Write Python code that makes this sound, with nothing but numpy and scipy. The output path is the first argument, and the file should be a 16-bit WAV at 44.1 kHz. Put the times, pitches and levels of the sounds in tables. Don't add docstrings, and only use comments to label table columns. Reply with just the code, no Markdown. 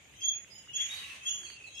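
import sys
import numpy as np
from scipy import signal
from scipy.io import wavfile
from scipy.ndimage import uniform_filter1d

SR = 44100
rng = np.random.default_rng(int(sys.argv[2]) if len(sys.argv) > 2 else 0)


def log_audio(samples):
    frames = np.atleast_2d(samples).T
    limited = np.clip(frames, -1, 1)
    pcm = np.round(limited * 32767).astype(np.int16)
    wavfile.write(sys.argv[1], SR, pcm)


def ratio_of_db(decibels):
    return 10 ** (np.asarray(decibels, float) / 20)


N = 79380

ATTACK_S, RELEASE_S = 0.0077, 0.032
SOFT_ATTACK_S = 0.014


def rms_one(x):
    return x / np.sqrt(np.mean(x ** 2) + 1e-20)


def at_hz(points, hz):
    table_hz, value = np.array(points).T
    return np.interp(np.log(hz), np.log(table_hz), value)


def drift(rate):
    r = np.exp(-80 * np.pi * rate / SR)
    white = rng.standard_normal(N // 40 + 2002)
    slow = signal.lfilter([1], [1, -2 * r, r * r], white)[2000:]
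    return np.interp(np.arange(N) / 40, np.arange(len(slow)), rms_one(slow))


def resonance(x, hz, width_hz):
    r = np.exp(-np.pi * width_hz / SR)
    zeros = np.array([1, 0, -1]) * (1 - r * r) / 2
    return signal.lfilter(zeros, [1, -2 * r * np.cos(2 * np.pi * hz / SR), r * r], x)


def sides(pan_db):
    return ratio_of_db(np.array([[.5], [-.5]]) * pan_db)


def foliage(x, direct_db, leaves_db, lag=0):
    t60_s, build_s = 0.35, 0.0026
    t = np.arange(SR // 2) / SR
    swarm = rng.standard_normal((2, len(t))) * ratio_of_db(-60 * t / t60_s) * (1 - np.exp(-t / build_s))
    swarm *= ratio_of_db(leaves_db) / np.sqrt(np.sum(swarm ** 2, axis=1, keepdims=True))
    swarm[[0, 1], [0, lag]] += ratio_of_db(direct_db)
    return signal.fftconvolve(x * np.ones((2, 1)), swarm, axes=1)[:, :N]


def near_bird():
    # t/s, effort level/dB, beak opening as second over first partial/dB
    near_notes = [
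        [(0.212, -42, -19.5), (0.254, -34, 5.5), (0.274, -36, -9.5), (0.29, -42, 22), (0.314, -36.5, -38),
         (0.338, -67, 11), (0.352, -64, 16), (0.368, -60, 19), (0.4, -73, 12.5)],
        [(0.728, -59, -2), (0.742, -41, -6), (0.77, -38, 9.5), (0.788, -43.5, -29), (0.81, -27, -13.5),
         (0.822, -42, 7.5), (0.858, -62.5, 13.5), (0.88, -52.5, 7)],
        [(1.25, -49, -12), (1.27, -31.5, -5.5), (1.308, -36.5, -1.5), (1.384, -60, 15.5), (1.41, -50.5, -12)],
        [(1.775, -39, -7), (1.783, -43.5, -25), (1.8, -46.5, -2)],
    ]
    upper_db = [-23, -27]
    partial_pan_db = [4, -8, 9, -1]
    from_hz, top_hz, rise_s, sag_hz_per_s = 3200, 3360, 0.01572, 231
    wobble = .003
    smooth_s = 0.01
    breath_db, breath_hz, breath_width_hz = -29, 5040, 9500
    t, out = np.arange(N) / SR, np.zeros((2, N))
    for note in near_notes:
        s, db, beak_db = np.transpose(note)
        age = np.maximum(t - s[0], 0)
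        hz = top_hz - (top_hz - from_hz) * np.exp(-age / rise_s) - sag_hz_per_s * age
        phase = 2 * np.pi * np.cumsum(hz * (1 + wobble * drift(54.8))) / SR
        edge = np.clip(np.minimum(age / ATTACK_S, (s[-1] + RELEASE_S - t) / RELEASE_S), 0, 1)
        efforts = [np.interp(t, s, db), np.interp(t, s, db + beak_db)]
        first, second = uniform_filter1d(efforts, int(smooth_s * SR) + 1)
        middle = (first + second) / 2
        levels = [first, second] + [middle + up for up in upper_db]
        voice = 0
        for k, (level, pan) in enumerate(zip(levels, partial_pan_db)):
            voice = voice + sides(pan) * ratio_of_db(level) * np.sin((k + 1) * phase)
        breath = rms_one(resonance(rng.standard_normal(N), breath_hz, breath_width_hz))
        voice = voice + ratio_of_db(middle + breath_db) * breath
        out += foliage(np.sqrt(2) * edge * voice, direct_db=-1, leaves_db=-5, lag=18)
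    return out


def flock(notes, upper_db, pan_db, rasp=.004, shut_db=0, attack_s=ATTACK_S):
    glide_share, rising = .4, 1.04
    t, out = np.arange(N) / SR, np.zeros((2, N))
    for s, length, first_hz, last_hz, db in notes:
        age = np.maximum(t - s, 0)
        hz = last_hz + (first_hz - last_hz) * np.exp(-age / (glide_share * length))
        phase = 2 * np.pi * np.cumsum(hz * (1 + rasp * drift(90))) / SR
        edge = np.clip(np.minimum(age / attack_s, (s + length - t) / RELEASE_S), 0, 1)
        beak_db = shut_db * (last_hz < rising * first_hz)
        voice = np.sin(phase)
        for k, up in enumerate(upper_db):
            voice = voice + ratio_of_db(up + beak_db) * np.sin((k + 2) * phase)
        out += foliage(np.sqrt(2) * ratio_of_db(db) * edge * voice, direct_db=-4, leaves_db=4)
    return out * sides(pan_db)


def run_up():
    # t/s, length/s, first f/Hz, last f/Hz, level/dB
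    swells = [
        (.14, 0.12, 3064, 3225, -49),
        (1.18, 0.15, 3133, 3187, -52.5),
        (1.69, 0.128, 3170, 3286, -49),
    ]
    return flock(swells, upper_db=[-1.5, -25], pan_db=2.0, attack_s=0.11)


def kin():
    # t/s, length/s, first f/Hz, last f/Hz, level/dB
    kin_notes = [
        (1.425, 0.036, 3144, 3300, -47),
        (1.47, 0.031, 3240, 3190, -50.5),
        (1.54, 0.101, 3195, 3170, -76),
    ]
    return flock(kin_notes, upper_db=[0.0, -25], pan_db=-8.0, rasp=.009, attack_s=SOFT_ATTACK_S)


def low_companions():
    # t/s, length/s, first f/Hz, last f/Hz, level/dB
    low_notes = [(.205, 0.017, 2550, 2790, -42.5), (.33, 0.019, 2523, 2570, -47),
                 (.548, 0.049, 3120, 2950, -59.5), (.678, 0.052, 2920, 2900, -49),
                 (.725, 0.14, 2615, 2860, -53), (.9, 0.062, 3100, 3120, -84),
                 (.985, 0.031, 3090, 2970, -49), (1.03, 0.024, 2938, 2593, -39.5),
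                 (1.07, 0.074, 2735, 2563, -51), (1.21, 0.02, 2627, 2596, -41.5),
                 (1.245, .12, 2610, 2971, -50.5), (1.45, 0.044, 3100, 2300, -53.5),
                 (1.5, 0.0499, 3100, 2616, -55.5), (1.55, 0.048, 2670, 2744, -54),
                 (1.595, 0.099, 2602, 2600, -53), (1.68, 0.02, 2700, 2740, -69),
                 (1.74, 0.17, 2600, 2850, -52.5), (.02, 0.07, 2960, 2900, -97)]
    return flock(low_notes, upper_db=[-8, -18], pan_db=-1.0, rasp=.018, shut_db=-19)


def high_companion():
    # t/s, length/s, first f/Hz, last f/Hz, level/dB
    high_notes = [
        (.89, 0.1, 3650, 3870, -44),
    ]
    return flock(high_notes, upper_db=[-26, -20], pan_db=1.0)


def reedy_notes():
    # t/s, length/s, first f/Hz, last f/Hz, level/dB
    falls = [
        (1.425, 0.12, 4511, 4462, -60),
        (1.455, 0.032, 4540, 3970, -52.5),
        (1.63, 0.033, 4460, 4460, -62),
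        (1.655, 0.0497, 4490, 3728, -56.5),
        (1.76, 0.04, 4300, 3420, -55),
    ]
    return flock(falls, upper_db=[-12], pan_db=-1.5, rasp=.008, attack_s=SOFT_ATTACK_S)


def thin_notes():
    # t/s, length/s, first f/Hz, last f/Hz, level/dB
    pure_notes = [
        (.2, 0.068, 4700, 4985, -61.5),
        (.495, 0.1, 4970, 5072, -59),
        (.535, 0.044, 6927, 6960, -52),
        (.94, 0.074, 4400, 4830, -60.5),
    ]
    return flock(pure_notes, upper_db=[-24], pan_db=-6.5, attack_s=SOFT_ATTACK_S)


def caw():
    # t/s, effort level/dB, throat opening/0-1
    caw_course = [
        (.765, -63, 0),
        (0.783, -54, 0.4),
        (.86, -56.5, 0),
        (.92, -54.5, 0.83),
        (.96, -57.5, 1),
        (1.07, -59.5, 0.85),
        (1.16, -61.5, 1),
        (1.202, -75, 0.3),
    ]
    # f/Hz, width/Hz, level closed/dB, gain when open/dB
    throat = [(1080, 1600, -7, 7.5), (1605, 410, -6.5, 5.5), (2090, 780, 3.5, 2.2), (3100, 950, 5.5, -0.5),
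              (3950, 1400, -28.5, 33), (6200, 1330, 5, -7), (8880, 2250, -13, 13.5), (11470, 420, -12, -5),
              (13900, 1900, -27, 12.5)]
    pulses_per_s, jitter, breath_share, uneven_db = 278, .05, .3, 2.5
    t = np.arange(N) / SR
    s, db, opening = np.transpose(caw_course)
    cycle = np.cumsum(pulses_per_s * (1 + jitter * drift(60.0))) / SR % 1
    pulses = rms_one((np.diff(cycle, prepend=0) < 0) * ratio_of_db(uneven_db * rng.standard_normal(N)))
    breath = rms_one(rng.standard_normal(N) * np.exp(-2 * cycle))
    source = (1 - breath_share) * pulses + breath_share * breath
    openness = np.interp(t, s, opening)
    voice = 0
    for k, (hz, width_hz, shut_db, open_db) in enumerate(throat):
        ringing = rms_one(resonance(resonance(source, hz, width_hz), hz, width_hz))
        voice = voice + (-1) ** k * ratio_of_db(shut_db + open_db * openness) * ringing
    effort = ratio_of_db(np.interp(t, s, db, left=-200, right=-200))
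    return sides(-1.8) * foliage(effort * voice, direct_db=-7.0, leaves_db=-2)


def ticks():
    # t/s, peak level/dB, left minus right/dB, f/Hz
    drops = [(.055, -54, -4, 2100), (.140, -56, -5, 2200), (.238, -47, -6, 2400), (.4462, -49, -6, 2050),
             (.6744, -55, -5, 1400), (.697, -55, -5, 2000), (1.271, -54, -4, 2000), (1.291, -54, -4, 1700),
             (1.353, -58, -3, 1100), (1.4335, -50, -5, 1800), (1.5025, -44, -6, 2000),
             (1.612, -56, -5, 1950), (1.665, -58, -5, 1950)]
    width_hz = 900
    out, t = np.zeros((2, N)), np.arange(300) / SR
    for s, db, pan_db, hz in drops:
        ring = np.sin(2 * np.pi * hz * t) * t * np.exp(-np.pi * width_hz * t)
        i = int(s * SR)
        out[:, i:i + len(t)] += sides(pan_db) * ratio_of_db(db + 5) * ring / np.abs(ring).max()
    return out


def rustle():
    # t/s, level/dB
    hop_course = [
        (1.2, -92),
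        (1.25, -61.5),
        (1.3, -63.5),
        (1.37, -66),
        (1.43, -63.5),
        (1.52, -64),
        (1.6, -74.5),
        (1.68, -82),
    ]
    # f/Hz, width/Hz, level/dB
    leaf_colour = [(1470, 1700, 0.5), (2150, 1400, 0.5), (7040, 2200, 3.5), (8600, 1300, -1)]
    grains_per_s = 2500
    s, db = np.transpose(hop_course)
    grains = (rng.random((2, N)) < grains_per_s / SR) * rng.standard_normal((2, N)) + 1e-18
    leaves = 0
    for hz, width_hz, level_db in leaf_colour:
        ringing = resonance(resonance(grains, hz, width_hz), hz, width_hz)
        leaves = leaves + ratio_of_db(level_db) * rms_one(ringing)
    return ratio_of_db(np.interp(np.arange(N) / SR, s, db, left=-200, right=-200)) * leaves


def coos():
    # t/s, length/s, first f/Hz, last f/Hz, level/dB
    coo_notes = [
        (.735, 0.041, 420, 407, -67),
        (.91, 0.022, 920, 805, -58.5),
        (1.02, 0.17, 1057, 1094, -70.5),
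        (1.1, 0.069, 630, 626, -71),
        (1.34, 0.016, 1072, 1010, -56),
        (1.4, 0.042, 380, 381, -63),
    ]
    return flock(coo_notes, upper_db=[-12], pan_db=-4.5, rasp=.054)


def banded_noise(spectrum, lowest_hz, count, step, patchy_db, flicker):
    # f/Hz, left-right likeness/0-1
    likeness = [(60, 1), (250, 0.65), (500, 0.6), (1000, 0.028), (4000, 0.03)]
    out, borders = 0, lowest_hz * 2 ** (step * np.arange(count + 1))
    white = rng.standard_normal((2, 2, N + 4000))
    for k, (low, high) in enumerate(zip(borders, borders[1:])):
        sos = signal.butter(2, [low, min(high, .45 * SR)], "band", fs=SR, output="sos")
        mid, side = signal.sosfilt(sos, white[k % 2])[:, -N:]
        hz = np.sqrt(low * high)
        alike = np.clip(at_hz(likeness, hz), -1, 1)
        gain = ratio_of_db(at_hz(spectrum, hz) + patchy_db * drift(flicker))
        out = out + gain * (np.sqrt(1 + alike) * mid + np.sqrt(1 - alike) * side * [[1], [-1]])
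    return rms_one(out)


def chatter():
    # f/Hz, level per Hz/dB
    chatter_colour = [(1300, -11.5), (2000, -1.5), (2800, 1), (3500, -2.5), (4500, -23), (5500, -34),
                      (6700, 2), (8000, -33)]
    return ratio_of_db(-59.5) * banded_noise(chatter_colour, 1300, count=26, step=1 / 10, patchy_db=3.5, flicker=8)


def town_hum():
    # f/Hz, level per Hz/dB
    air_colour = [(30, -61), (65, -3.5), (123, -4.5), (300, -12), (800, -15), (3000, -28), (8000, -21.5),
                  (15000, -31)]
    return ratio_of_db(-62.5) * banded_noise(air_colour, 39.64, count=17, step=.5, patchy_db=1.7, flicker=11.0)


def scene():
    birds = near_bird() + run_up() + kin() + low_companions() + high_companion()
    birds = birds + reedy_notes() + thin_notes() + caw() + coos()
    return birds + ticks() + rustle() + chatter() + town_hum()


def masking(x):
    # f/Hz, level per bin/dB
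    faint_floor = [(3600, -105), (4800, -97), (5500, -102), (8500, -108), (10600, -93), (11500, -102),
                   (12700, -96), (15000, -103)]
    mask_db, up_db_per_oct, down_db_per_oct, from_hz = -13, 78, 170, 3500
    wander_db = 10
    hz, _, spec = signal.stft(x, SR, "hann", 2048, 1536)
    band = np.floor(14 * np.log2(np.maximum(hz, 1000) / 1000)).astype(int)
    member = (band == np.arange(band.max() + 1)[:, None]) * 1.0
    power = member @ np.mean(np.abs(spec) ** 2, axis=0)
    centre = 1000 * 2 ** ((np.arange(len(member)) + .5) / 14)
    octaves = np.log2(centre[:, None] / centre)
    slope = np.where(octaves > 0, up_db_per_oct, -down_db_per_oct)
    limit = ratio_of_db(mask_db - slope * octaves) ** 2 @ power
    faint = (ratio_of_db(2 * at_hz(faint_floor, centre)) * member.sum(axis=1))[:, None]
    wander = ratio_of_db(2 * wander_db * uniform_filter1d(rng.standard_normal(power.shape), size=8, axis=1))
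    keep = (power > limit * np.sqrt(wander)) & (power > faint * wander)
    keep = keep | (centre[:, None] < from_hz)
    return signal.istft(spec * keep[band], SR, "hann", 2048, 1536)[1][:, :N]


def roll_off(x):
    return signal.sosfilt(signal.butter(12, 15640, fs=SR, output="sos"), x)


def record(dry):
    mix = masking(dry)
    return roll_off(mix)


dry = scene()
out = record(dry)
log_audio(out)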